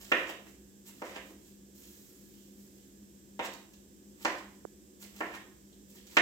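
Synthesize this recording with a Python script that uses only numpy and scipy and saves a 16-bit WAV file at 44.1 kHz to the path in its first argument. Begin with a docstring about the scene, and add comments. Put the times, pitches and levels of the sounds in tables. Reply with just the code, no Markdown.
"""An appliance hums faintly in a small tiled kitchen. Two chops cut pineapple on a wooden board: the knife
bites in, crunches through wet fibres, knocks on the board and scrapes along it until it flicks free.
From about 2 s a hand gathers the pieces with a soft, juicy rustle. Four more chops follow from 3.4 s,
with one dull bump on the right at 4.7 s. The sound ends just as the last chop lands."""
import sys
import numpy as np
from scipy import signal
from scipy.fft import rfft, irfft, next_fast_len
from scipy.io import wavfile
from scipy.ndimage import uniform_filter1d

SR = 44100
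rng = np.random.default_rng(int(sys.argv[2]) if len(sys.argv) > 2 else 0)


def to_wav(s):
    """Save 16-bit WAV."""
    ch = np.atleast_2d(s).T  # columns
    pcm = np.round(np.clip(ch, -1, 1) * 32767)  # PCM
    wavfile.write(sys.argv[1], SR, pcm.astype(np.int16))


N = 273949
TIME = np.arange(N) / SR
FFT_SIZE = next_fast_len(N, real=True)
HZ = np.maximum(np.fft.rfftfreq(FFT_SIZE, 1 / SR), 1)


def from_db(db):
    """Turn decibels into a number to multiply by."""
    return 10 ** (np.asarray(db) / 20)


def rms_one(x):
    """Scale a sound so its average strength (rms) is 1."""
    return x / np.sqrt(np.mean(x ** 2) + 1e-20)


def energy_one(x):
    """Scale each channel so its total energy is 1."""
    return x / np.sqrt(np.sum(x ** 2, axis=-1, keepdims=True) + 1e-20)


def at_hz(points, hz):
    """Read a table at any pitch, gliding between its rows."""
    pitches, values = np.transpose(points)
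    return np.interp(np.log(hz), np.log(pitches), values)


def cut(x, order, hz, keep="low"):
    """Keep the lows, the highs or a band; a higher order cuts more sharply."""
    return signal.sosfilt(signal.butter(order, hz, keep, fs=SR, output="sos"), x)


def colour(x, spectrum):
    """Make some pitches stronger than others, as a table says; rms 1."""
    size = next_fast_len(x.shape[-1], real=True)
    hz = np.maximum(np.fft.rfftfreq(size, 1 / SR), 1)
    shaped = rfft(x, size) * from_db(at_hz(spectrum, hz))
    return rms_one(irfft(shaped, size)[..., :x.shape[-1]])


def even(sound, smooth_hz):
    """Even out a short sound so no broad range of pitches sticks out."""
    size = sound.shape[-1]
    spectrum = rfft(sound, 2 * size)
    power = np.mean(np.abs(np.atleast_2d(spectrum)) ** 2, axis=0)
    power = uniform_filter1d(power, max(int(smooth_hz * 2 * size / SR), 1))
    return irfft(spectrum / np.sqrt(power + 1e-12))[..., :size]


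def stereo(mid, side, alike):
    """Mix two noises into left and right: alike 1 is the same, 0 unrelated, -1 opposite."""
    return np.sqrt(1 + alike) * mid + np.sqrt(1 - alike) * side * [[1], [-1]]


def drift(rate_hz):
    """A slow random wander; rms 1."""
    slow = rfft(rng.standard_normal(FFT_SIZE)) / (1 + (HZ / rate_hz) ** 2)
    return rms_one(irfft(slow, FFT_SIZE)[:N])


def strokes(rows):
    """Loudness that swells and dies away for each row of peak_s, rise_s, fall_s, level_db."""
    power = np.zeros(N)
    for peak_s, rise_s, fall_s, db in rows:
        near = slice(*np.searchsorted(TIME, [peak_s - 4 * rise_s, peak_s + 4 * fall_s]))
        t = TIME[near] - peak_s
        power[near] += from_db(db) ** 2 * np.exp(-2 * (t / np.where(t < 0, rise_s, fall_s)) ** 2)
    return np.sqrt(power)


def swells(rows):
    """Loudness of soft movements that rise and fall evenly."""
    return strokes([(s, length / 2, length / 2, db) for s, length, db in rows])


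def grains(per_s, spread_db):
    """Tiny random clicks of uneven size."""
    sizes = from_db(spread_db * np.minimum(rng.exponential(1, N), 4))
    return (rng.random(N) < per_s / SR) * sizes * rng.choice([-1, 1], N)


# the room's low rumble and its hiss: pitch_hz, level_db
RUMBLE_TONE = [(15, -53.5), (25, -31.5), (39, -19.5), (59, -5), (91, -14), (172, -13.5), (183, -18),
               (204, 3), (227, -14.5), (273, -7), (361, -7.5), (448, -17.5), (515, -15.5), (583, -24.5),
               (1000, -34.5), (1300, -62), (2200, -120)]
HISS_TONE = [(590, -48), (1000, -8), (1420, -9), (1570, -5), (1710, -6.5), (2250, -10.5), (2840, -9),
             (3230, -6.5), (4300, -10), (5310, -4.5), (6860, -3), (7530, 1.5), (9720, -13), (14600, -6.5),
             (16000, -17.5)]
# how alike the room's noise is left and right: pitch_hz, alike (-1 to 1)
LIKENESS = [(60, 0.72), (130, 0.75), (290, 0.87), (640, 0.14), (1410, -0.61), (3100, 0.32), (6820, -0.19),
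            (15000, 0.52)]

def room_noise(rumble_db=-58.5, hiss_db=-64.5):
    """A steady rumble and hiss, much the same on both sides in the bass."""
    out = 0
    for tone, db in (RUMBLE_TONE, rumble_db), (HISS_TONE, hiss_db):
        mid, side = rfft(rng.standard_normal((2, FFT_SIZE)))
        noise = irfft(stereo(mid, side, at_hz(LIKENESS, HZ)), FFT_SIZE)[:, :N]
        out = out + from_db(db) * colour(noise, tone)
    return out


# the tones of the motor: pitch_hz, level_db, unsteady_share (0 to 1)
MOTOR_TONES = [(67.3, -75, 0.97), (198.8, -61.5, 0.28), (321, -76.5, 0.63), (369, -72.5, 0.97),
               (1690, -87.5, 1.0)]

def appliance_hum(waver_hz=7):
    """A motor hums a few tones, each part steady and part wavering."""
    out = np.zeros(N)
    for hz, db, unsteady in MOTOR_TONES:
        waver = drift(waver_hz) + 1j * drift(waver_hz)  # shifts both level and phase
        swell = np.sqrt(2 * (1 - unsteady)) + np.sqrt(unsteady) * waver
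        out += from_db(db) * np.real(swell * np.exp(2j * np.pi * hz * TIME))
    return out


# the direct sound, then echoes off nearby hard surfaces: delay_s, level_db, extra_right_delay_s
ECHOES = [(0, -6, .00015), (.0035, -4, .00018), (.0046, -6, -.0002), (.0087, -9, .0003),
          (.0157, -11, -.0002)]
# how long the kitchen rings until it is 60 dB quieter: pitch_hz, fade_s
ROOM_FADE = [(200, 0.65), (530, 0.49), (1400, 0.49), (3500, 0.48), (8000, 0.33), (16000, 0.67)]

def kitchen_echo(x, tail_db=1.5, build_s=0.0014, alike_below_hz=900, beam_hz=6000, beam_db=-2.5):
    """Sound arrives directly, slaps back off the tiles, then blurs into a fading tail."""
    t = np.arange(SR * 2 // 3) / SR
    early, tail = np.zeros((2, len(t))), 0
    for delay, db, lag in ECHOES:
        early[0, int(delay * SR)] += from_db(db)
        early[1, int((delay + lag) * SR)] += from_db(db)
    # the highest treble is beamed straight at the listener
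    early += from_db(beam_db) * cut(1. * (t == 0) + 1e-18, 2, beam_hz, "high")
    edges = np.geomspace(120, 17000, 22)
    for low, high in zip(edges, edges[1:]):
        hz = np.sqrt(low * high)
        mid, side = cut(rng.standard_normal((2, len(t))), 2, [low, high], "band")
        blur = stereo(mid, side, alike=1 / (1 + (hz / alike_below_hz) ** 4))
        fade = (1 - np.exp(-t / build_s)) * from_db(-60 * t / at_hz(ROOM_FADE, hz))
        tail = tail + energy_one(blur * fade) * np.sqrt(2 * (high - low) / SR)
    response = energy_one(even(early + from_db(tail_db) * tail, smooth_hz=86))
    return signal.fftconvolve(x[None], response, axes=1)[:, :N]


# the balance between the two sides: pitch_hz, left_minus_right_db
BALANCE = [(200, 0.5), (400, -1), (1200, -1.5), (2400, -4.5), (4400, -4), (8000, -6.5), (15000, -1)]

def lean_right(x):
    """The right side faces the work, so it gets more treble."""
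    size = next_fast_len(N + SR)
    hz = np.maximum(np.fft.rfftfreq(size, 1 / SR), 1)
    gains = from_db(at_hz(BALANCE, hz) * [[.5], [-.5]])
    return irfft(rfft(x, size) * gains, size)[:, :N]


def bump(start_s=4.6516, pitch_hz=400, width_hz=180, peak_db=-23.5):
    """One short, dull bump on the right microphone, with no echo."""
    push = 1. * (np.arange(N) == int(start_s * SR)) + 1e-18
    swing = cut(resonate(push, [(pitch_hz, width_hz, 0)]), 5, 1600)
    return from_db(peak_db) * swing / np.abs(swing).max() * [[0], [1]]


# the hand takes hold of pieces: peak_s, level_db, fade_db_per_s
GRABS = [(1.765, -56, 15.5), (2.6, -66.5, 84)]
# juicy pieces are squeezed: peak_s, length_s, level_db
SQUISHES = [(1.85, 0.057, -62), (2.38, 0.21, -70), (2.815, .06, -69), (5.725, 0.029, -63.5),
            (5.985, 0.049, -56)]
# the tone of the rustle and of the squish: pitch_hz, level_db
RUSTLE_TONE = [(700, -12), (1700, -3.5), (3300, -4.5), (4400, -1.5), (7200, 2.5), (9700, -5.5),
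               (13000, 4.5), (16000, -1)]
SQUISH_TONE = [(1500, -42), (2500, -4), (3050, 2), (3900, -4), (5500, -7), (12000, -23)]

def hand_gathering(rise_s=0.023):
    """A hand rubs through the fruit and squeezes juice out between the pieces."""
    grip = 0
    for s, db, fade in GRABS:
        rise = np.exp(-(np.minimum(TIME - s, 0) / rise_s) ** 2)
        grip = grip + rise * from_db(db - fade * np.maximum(TIME - s, 0))
    rustle = grip * colour(grains(per_s=13000, spread_db=6.5), RUSTLE_TONE)
    squish = swells(SQUISHES) * colour(grains(per_s=5400, spread_db=25), SQUISH_TONE)
    return rustle + squish


# the way down through the fruit, a row per chop: bite_lead_s, bite_db, press_db, juice_spit_db
SLICES = [(.098, -55, -56.5, -44), (0.14, -54.5, -63, -68), (.1, -83, -81, -73), (0.029, -57, -63, -38),
          (0.18, -53, -56.5, -68), (0.208, -59.5, -55, -53)]
# the pull along the wood, a row per chop but the last:
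# length_s, scrape_db, fibres_db, flick_scrape_db, flick_fibres_db, second_knock_db
DRAWS = [(.18, -43.5, -54, -49, -46, -44), (.146, -50.5, -55.5, -45, -55.5, -45.5),
         (.062, -39.5, -59, -39, -44.5, -57), (0.14, -50, -58, -62, -58, -55),
         (.143, -54, -62, -43, -52, -54.5)]

def knife_moves():
    """List each bite, press, pull and flick as peak_s, rise_s, fall_s, fibres_db, juice_db, wood_db."""
    moves = []
    for (s, *_), (lead_s, bite_db, press_db, _) in zip(CHOPS, SLICES):
        bite = (s - lead_s, .022, .026, bite_db, bite_db + 3, bite_db - 4)
        press = (s, .078, .008, press_db, press_db - .5, press_db - 4)
        moves += [bite, press]
    for (s, *_), (length, scrape_db, fibres_db, flick_db, tear_db, _) in zip(CHOPS, DRAWS):
        pull = (s + .24 * length, .13 * length, .61 * length, fibres_db, fibres_db - 3.5, scrape_db)
        flick = (s + length, .023, .015, tear_db, tear_db - 5.5, flick_db)
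        moves += [pull, flick]
    return moves


def knife_scraping(board_db=-10):
    """The edge sticks and slips on the wood, shaking board and blade."""
    slips = grains(per_s=3000, spread_db=5.5)
    effort = strokes([(*timing, db) for *timing, _, _, db in knife_moves()])
    wood = from_db(board_db) * rms_one(resonate(slips, BOARD_NOTES))
    return effort * rms_one(colour(slips, CLACK_TONE) + wood)


# single fibres snap: peak_s, level_db
SNAPS = [(0.046, -47.5), (2.338, -57), (2.779, -55.5), (3.533, -44.5), (3.735, -54), (5.162, -51),
         (6.069, -51)]
# wet pieces slide off the blade or over each other: peak_s, length_s, juice_db
SLIDES = [(.48, 0.084, -61.5), (1.27, 0.15, -62), (1.47, 0.12, -64), (4.56, 0.06, -70), (5.905, .04, -57.5)]
# the tone of crunching fibres and of fizzing juice: pitch_hz, level_db
CRUNCH_TONE = [(500, -5.5), (1500, -14), (3000, -1.5), (4300, -3.5), (7500, -5), (9500, -19), (16000, -27)]
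FIZZ_TONE = [(3000, -38), (7500, 1.5), (9700, -9.5), (12500, -0.5), (16000, -2.5)]

def fruit_crunching(slide_fibres_db=-3.5, snap_juice_db=-3.5):
    """Fibres snap in a dense crunch as the edge passes, and their juice fizzes higher up."""
    moves, slides = knife_moves(), swells(SLIDES)
    snaps = strokes([(s, .0012, .005, db) for s, db in SNAPS])
    spits = strokes([(s, .0004, .0014, db) for (s, *_), (*_, db) in zip(CHOPS, SLICES)])
    fibres = strokes([(*timing, db) for *timing, db, _, _ in moves])
    fibres += snaps + from_db(slide_fibres_db) * slides
    juice = strokes([(*timing, db) for *timing, _, db, _ in moves])
    juice += from_db(snap_juice_db) * snaps + slides + spits
    crunch = fibres * colour(grains(per_s=1700, spread_db=5.5), CRUNCH_TONE)
    fizz = juice * colour(grains(per_s=4600, spread_db=3.5), FIZZ_TONE)
    return crunch + fizz


def resonate(x, notes):
    """Let a sound set several notes ringing; narrower notes ring longer."""
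    out = 0
    for hz, width_hz, db in notes:
        decay = np.exp(-np.pi * width_hz / SR)
        poles = [1, -2 * decay * np.cos(2 * np.pi * hz / SR), decay ** 2]
        out = out + from_db(db) * (1 - decay ** 2) / 2 * signal.lfilter([1, 0, -1], poles, x)
    return out


def crack(t, fade_s, tone):
    """Many crowded notes struck at once, dying by 60 dB in fade_s; energy 1."""
    burst = even(rng.standard_normal(len(t)) * from_db(-60 * t / fade_s), smooth_hz=50)
    return energy_one(colour(np.pad(burst, (0, len(t))), tone)[:len(t)])


# a cut piece drops on the board: start_s, board_db, clack_db
DROPS = [(.465, -58, -61), (1.304, -55.5, -81)]
# the knife lands, a row per chop:
# start_s, board_db, spot_pitch_hz, clack_db, clack_tilt_db_per_octave, clack_top_hz, tick_db
CHOPS = [(0.1174, -29, 547, -22.5, 2, 3280, -43), (1.0191, -40.5, 600, -46, -7, 3060, -58),
         (3.3925, -35.5, 830, -38, -0.5, 4400, -54.5), (4.249, -34.5, 338, -28, -6, 3530, -37.5),
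         (5.206, -38, 315, -33.5, -5, 2800, -56), (6.1686, -29.5, 317, -19, -1, 4300, -33.5)]

def blows():
    """List each landing, a lighter knock as the pull ends, and the drops, all in the columns of CHOPS."""
    second_knocks = [(s + length - .005, db, spot_hz, db - 2.5, 5, 4100, db - 10)
                     for (s, _, spot_hz, *_), (length, *_, db) in zip(CHOPS, DRAWS)]
    drops = [(s, db, 300, clack_db, 7, 2800, -86) for s, db, clack_db in DROPS]
    return list(CHOPS) + second_knocks + drops


# the low notes of the board on the counter: pitch_hz, width_hz, level_db
BOARD_NOTES = [(258, 4.4, -18), (320.4, 30, 8.5), (379, 79, 3.5), (425.5, 11, -4), (484, 33, -3),
               (529, 49, 3), (600, 36, -3.5), (656, 46, -3.5), (726, 24, -15.5), (765, 25, -5.5),
               (774, 32, -8.5), (788, 33, -14.5), (922, 43, 0.5), (1252, 57, -6.5), (1180, 56, -4)]
# the clack (crowded upper notes of board and blade) and the tick of the edge: pitch_hz, level_db
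CLACK_TONE = [(150, -40.5), (400, -19), (800, -6), (1000, -2), (1400, -3), (1900, 3), (2250, -3),
              (2750, -1.5), (3300, -11.5), (3750, -7), (4150, -42.5), (9000, -55.5)]
TICK_TONE = [(1500, -20), (3000, 5.5), (3800, -3), (4500, -2), (7000, -5.5), (9500, -22), (13000, -24.5),
             (16000, -25.5)]

def board_knocks(focus_db_per_octave=12, vary_db=0.5, level_span_s=0.038):
    """Each blow rings the low notes of the board, with a clack and a tick of the edge."""
    out, t = np.zeros(N), np.arange(SR // 3) / SR
    push = cut(1. * (t == 0), 2, 1610)
    for s, board_db, spot_hz, clack_db, tilt, top_hz, tick_db in blows():
        # the spot that is hit favours the notes near one pitch
        notes = [(hz, width, db - focus_db_per_octave * abs(np.log2(hz / spot_hz)) + vary_db * rng.normal())
                 for hz, width, db in BOARD_NOTES]
        wood = energy_one(resonate(push, notes))
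        # fruit under the edge cushions the blow and dulls the clack
        tilted = [(hz, db + tilt * np.log2(hz)) for hz, db in CLACK_TONE]
        clack = cut(crack(t, fade_s=.024, tone=tilted), 6, top_hz)
        tick = crack(t, fade_s=.011, tone=TICK_TONE)
        blow = from_db(board_db) * wood + from_db(clack_db) * clack + from_db(tick_db) * tick
        start = round(s * SR)
        out[start:start + len(t)] += blow[:N - start] * np.sqrt(level_span_s * SR)
    return out


def scene():
    """Knife and hand work in the echoing kitchen, over its quiet background."""
    work = board_knocks() + knife_scraping() + fruit_crunching() + hand_gathering()
    work = cut(work, 2, 185, "high")  # a small board gives off no deep bass
    return lean_right(kitchen_echo(work) + room_noise() + appliance_hum()) + bump()


def record(dry):
    """Cut away the very highest treble, above 15900 Hz."""
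    return signal.sosfilt(signal.ellip(10, .1, 80, 15900, fs=SR, output="sos"), dry)


dry = scene()
out = record(dry)
to_wav(out)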